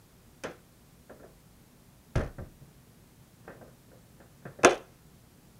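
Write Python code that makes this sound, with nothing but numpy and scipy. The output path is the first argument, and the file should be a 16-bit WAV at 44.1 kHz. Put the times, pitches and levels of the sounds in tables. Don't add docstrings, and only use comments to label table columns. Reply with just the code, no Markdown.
import sys
import numpy as np
from scipy import signal
from scipy.fft import rfft, irfft
from scipy.io import wavfile

SR = 44100
rng = np.random.default_rng(int(sys.argv[2]) if len(sys.argv) > 2 else 0)


def store_pcm(level_fs):
    pcm = np.round(np.clip(level_fs, -1, 1) * 32767).astype(np.int16)
    wavfile.write(sys.argv[1], SR, np.atleast_2d(pcm).T)


N = 246519
RING_S = np.arange(int(.6 * SR)) / SR
EDGES_HZ = np.geomspace(24, 17000, 29)
BANDS = [signal.butter(2, pair, "band", fs=SR, output="sos") for pair in zip(EDGES_HZ, EDGES_HZ[1:])]


def from_db(db):
    return 10 ** (np.asarray(db) / 20)


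def at_hz(points, hz):
    table = np.array(points)
    return np.interp(np.log(hz), np.log(table[:, 0]), table[:, 1])


def add(track, s, sound):
    start = round(s * SR)
    track[start:start + len(sound)] += sound[:N - start]


def fade(t60):
    return np.exp(-np.log(1000) * RING_S / t60)


def soften(x, corner_hz):
    return signal.sosfilt(signal.butter(2, min(corner_hz, SR * 4 / 9), fs=SR, output="sos"), x)


def dense_ring(colour, t60_table):
    centres = np.sqrt(EDGES_HZ[1:] * EDGES_HZ[:-1])
    gains = from_db(at_hz(colour, centres)) * np.sqrt(np.diff(EDGES_HZ))
    gains = gains / np.linalg.norm(gains)
    white = rng.standard_normal((2, len(RING_S) + SR // 10))
    out = 0
    for k, (hz, gain, t60) in enumerate(zip(centres, gains, at_hz(t60_table, centres))):
        decay = fade(t60) * np.minimum(2 * hz * RING_S, 1)
        ring = signal.sosfilt(BANDS[k], white[k % 2])[-len(RING_S):] * decay
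        out = out + gain * ring * np.linalg.norm(decay) / np.linalg.norm(ring)
    return out


def clear_ring(modes, spread_db):
    luck_db = spread_db * rng.standard_normal(len(modes))
    return sum((-1) ** k * from_db(db + luck_db[k]) * fade(t60) * np.sin(2 * np.pi * hz * RING_S)
               for k, (hz, db, t60) in enumerate(modes))


# frequency in Hz, relative spectral density in dB.
AIR_COLOUR = [(12, -31.5), (20, -10.5), (59, -0.5), (87, -6.5), (119, 0.5), (191, -2.5), (207, -8.5),
              (238, -1.5), (266, -10), (306, -10), (597, -16.5), (705, -18), (2840, -27), (13500, -28.5),
              (15500, -31.5)]

def open_air(level_db=-57):
    hz = np.maximum(np.fft.rfftfreq(N, 1 / SR), 1)
    noise = irfft(rfft(rng.standard_normal(N)) * from_db(at_hz(AIR_COLOUR, hz)), N)
    return from_db(level_db) * noise / np.sqrt(np.mean(noise ** 2))


# start in seconds, level in dB, brightness in Hz.
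HINGE_SLIPS = [(.436, -32, 4200), (1.095, -41.5, 800), (1.196, -48, 750), (1.231, -45.5, 750)]

def hinge_knocks(click_db=-5.5, click_brightening=1.93, lag_s=.008, flex_db=-14):
    clicks = [(s, db + click_db, hz * click_brightening, flex_db) for s, db, hz in HINGE_SLIPS]
    weight = [(s + lag_s, db, hz, flex_db) for s, db, hz in HINGE_SLIPS]
    return clicks + weight


# frequency in Hz, level in dB, t60 in seconds.
FITTING_MODES = [(1030, -12.5, 0.1), (1362, -3.5, 0.15), (1447, -7, 0.16), (1568, -1, 0.14),
                 (1680, -4.5, 0.12), (1787, -4.5, 0.14), (1920, -10, .16), (2530, -15.5, .14)]

def fitting_clank(knock_db, bright_hz, level_db=-7.5, full_hz=1730, db_per_octave=12, usual_db=-41):
    softness_db = db_per_octave * min(np.log2(bright_hz / full_hz), 0)
    lag_db = .16 * (knock_db - usual_db)
    return from_db(level_db + softness_db - lag_db) * clear_ring(FITTING_MODES, spread_db=.5)


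# frequency in Hz, relative spectral density in dB.
PANEL_COLOUR = [(90, -15), (180, -4.5), (340, 0), (430, 0.5), (560, 3.5), (850, -11.5), (1150, -8.5),
                (1550, -6.5), (2200, -16.5), (4000, -24.5), (6500, -18.5), (12000, -37)]
FLEX_COLOUR = [(60, -12.5), (110, 3), (150, 9.5), (200, -6), (330, -21), (700, -36.5), (4000, -95)]
# frequency in Hz, t60 in seconds.
PANEL_T60 = [(100, 0.29), (450, 0.23), (1500, 0.27), (4000, 0.25), (10000, 0.064)]
# frequency in Hz, level in dB, t60 in seconds.
SKIN_MODES = [(286, -14, .16), (357.4, -4, 0.22), (395.6, 0, 0.1), (448, 0, .17), (505.7, 4, 0.2),
              (570, 0, .17), (634, -3.5, .18), (696.3, -0.5, 0.15), (780, -4, 0.18), (1046, -8, 0.11),
              (1172, -9.5, 0.19), (1400, -8, 0.056), (1571, -5, 0.17), (1702, -8.5, 0.11),
              (2105, -10, 0.074), (2413, -12.5, 0.18), (2780, -21, 0.26), (3060, -15, 0.21),
              (3463, -15, .19), (3580, -15, .19)]

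def ramp_panel(knocks, strike_t60=.044):
    out = np.zeros(N)
    for s, db, bright_hz, flex_db in knocks:
        strike = from_db(-3) * dense_ring(PANEL_COLOUR, [(1000, strike_t60)])
        skin = from_db(-1) * dense_ring(PANEL_COLOUR, PANEL_T60)
        skin += from_db(-15) * clear_ring(SKIN_MODES, spread_db=4)
        flex = from_db(flex_db - 7) * dense_ring(FLEX_COLOUR, PANEL_T60)
        clank = fitting_clank(db, bright_hz)
        add(out, s, from_db(db) * (soften(strike + skin, bright_hz) + flex + clank))
    return out


# start in seconds, first tick in dB, rattle in dB.
JOLTS = [(0.4367, -31.5, -50.5), (2.158, -34, -42), (4.633, -33, -41.5), (4.6532, -26, -33)]
# frequency in Hz, relative spectral density in dB.
STEEL_COLOUR = [(400, -12.5), (1200, -0.5), (2600, 3.5), (4000, -5), (6500, 0), (8000, -17), (10200, -5),
                (12000, -25.5), (15000, -34)]

def steel_rattles(count=9, gap_s=.014, fade_db_per_s=105.5, t60=.028):
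    ticks = []
    for s, tick_db, rattle_db in JOLTS:
        delays = gap_s * (np.arange(count) + rng.random(count))
        ticks.append((s, tick_db))
        ticks += [(s + delay, rattle_db - fade_db_per_s * delay) for delay in delays]
    out = np.zeros(N)
    for s, db in ticks:
        add(out, s, from_db(db) * dense_ring(STEEL_COLOUR, [(1000, t60)]))
    return out


# delay in seconds, level in dB, t60 of the scatter in seconds.
YARD_ECHOES = [(.014, -24, 0.051), (.048, -20.5, .07), (.059, -19, 0.03), (.073, -23.5, 0.031),
               (.10, -37.5, 0.09), (.15, -41, .7)]

def yard_echo(x, low_hz=250, top_hz=6500):
    response = np.zeros(N)
    for delay, db, t60 in YARD_ECHOES:
        scatter = rng.standard_normal(len(RING_S)) * fade(t60)
        add(response, delay, from_db(db) * scatter / np.linalg.norm(scatter))
    echoes = signal.fftconvolve(x, response[:SR])[:N]
    return signal.sosfilt(signal.butter(1, [low_hz, top_hz], "band", fs=SR, output="sos"), echoes)


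def frame_touches(landing_s=2.155, rock_s=.2275, shudder_s=.0238, rocks=3):
    return [(landing_s + rock * rock_s + touch * shudder_s, rock, touch)
            for rock in range(rocks) for touch in range(rocks - rock)]


def frame_knocks(landing_db=-29, landing_hz=3900, rock_loss_db=12, touch_loss_db=1.8):
    knocks = []
    for s, rock, touch in frame_touches():
        db = landing_db - rock * rock_loss_db - touch * touch_loss_db
        seal_dulling = .55 ** (touch % 2)
        bright_hz = landing_hz * .35 ** rock * .68 ** touch * seal_dulling
        flex_db = -.5 + 6 * rock
        knocks.append((s, db, bright_hz, flex_db))
    return knocks


SLAM_S, CHATTER_HZ = 4.6472, 2600
# frequency in Hz, level in dB, t60 in seconds.
BODY_MODES = [(29.8, -2.5, 0.65), (53, -16.5, .2), (84.5, -4.5, 0.27), (112, -7, .25), (134, -4.5, 0.18)]
# frequency in Hz, relative spectral density in dB.
BODY_COLOUR = [(20, -8), (35, -4.5), (55, 1), (90, -1.5), (160, -5), (260, -10), (500, -30), (4000, -100)]

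def body_boom(landing_db=-26, rock_loss_db=15.5, touch_loss_db=8, slam_db=-50.5):
    thuds = [(s, landing_db - rock * rock_loss_db - touch * touch_loss_db)
             for s, rock, touch in frame_touches()]
    out = np.zeros(N)
    for s, db in thuds + [(SLAM_S, slam_db)]:
        boom = clear_ring(BODY_MODES, spread_db=2) + from_db(2) * dense_ring(BODY_COLOUR, PANEL_T60)
        add(out, s, from_db(db) * boom)
    return out


# start in seconds, level in dB, brightness in Hz, relative panel flex in dB.
HAND_KNOCKS = [(3.478, -40, 1870, -7), (3.501, -48.5, 1900, -12), (3.547, -47, 700, 3),
               (3.611, -42.5, 920, -5), (3.677, -54, 900, -1), (3.914, -47.5, 750, -7),
               (4.201, -49.5, 1450, -14), (4.453, -40, 2000, 7.5), (4.588, -41.5, 1100, 3.5)]

def latch_knocks(grip_lead_s=.031, grip_db=-60, grip_dulling=.7, slam_db=-35.5, slam_flex_db=5):
    grips = [(s - grip_lead_s, grip_db, hz * grip_dulling, flex_db) for s, _, hz, flex_db in HAND_KNOCKS]
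    return list(HAND_KNOCKS) + grips + [(SLAM_S, slam_db, CHATTER_HZ, slam_flex_db)]


# start in seconds, level in dB, brightness in Hz.
CAM_BLOWS = [(4.6337, -18.5, 5500), (4.6374, -8.5, 1403)]
# frequency in Hz, level in dB, t60 in seconds.
BAR_MODES = [(173, -13, 0.038), (329.6, -7, 0.039), (615, -3, 0.027), (1039, -11, 0.034), (1399, -2, 0.028),
             (1726, -14, 0.028), (2569, -3.5, 0.037), (5940, -5, 0.014), (6530, -4, 0.013),
             (8350, -11, 0.01)]
# frequency in Hz, relative spectral density in dB.
CRACK_COLOUR = [(130, -8.5), (300, 5.5), (750, 1.5), (1500, -2.5), (2600, -6), (4500, -17), (6200, -14.5),
                (7500, -23.5), (10000, -20.5), (12000, -38), (15000, -31.5)]
SKIN_COLOUR = [(90, -24.5), (220, -13.5), (370, 3.5), (600, 5), (900, -7), (1500, -10.5), (2000, -20.5),
               (3200, -13.5), (4500, -32), (6300, -29), (9000, -42.5), (14000, -55.5)]

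def latch_snap(slam_db=1, slam_hz=14000, chatter_s=.00285, loss_db=6, crack_t60=.028, radiate_hz=105):
    chatter = [(SLAM_S + k * chatter_s, slam_db - k * loss_db, CHATTER_HZ) for k in (1, 2)]
    out = np.zeros(N)
    for s, db, bright_hz in list(CAM_BLOWS) + [(SLAM_S, slam_db, slam_hz)] + chatter:
        crack = from_db(-9) * dense_ring(CRACK_COLOUR, [(1000, crack_t60)])
        bar = from_db(-10) * clear_ring(BAR_MODES, spread_db=1.8)
        skin = from_db(-22) * clear_ring(SKIN_MODES, spread_db=.5)
        skin += from_db(-16) * dense_ring(SKIN_COLOUR, PANEL_T60)
        add(out, s, from_db(db) * soften(crack + bar + skin, bright_hz))
    return signal.sosfilt(signal.butter(2, radiate_hz, "high", fs=SR, output="sos"), out)


def scene(port_hz=12200):
    knocks = hinge_knocks() + frame_knocks() + latch_knocks()
    door = ramp_panel(knocks) + body_boom() + steel_rattles() + latch_snap()
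    port = signal.cheby1(N=3, rp=.5, Wn=port_hz, fs=SR, output="sos")
    return (signal.sosfilt(port, door + yard_echo(door)) + open_air())[None]


def record(dry, low_hz=20, ceiling=1.15, top_hz=15700):
    thinned = signal.sosfilt(signal.butter(2, low_hz, "high", fs=SR, output="sos"), dry)
    rounded = ceiling * np.tanh(thinned / ceiling)
    return signal.sosfilt(signal.ellip(10, .1, 70, top_hz, fs=SR, output="sos"), rounded)


dry = scene()
out = record(dry)
store_pcm(out)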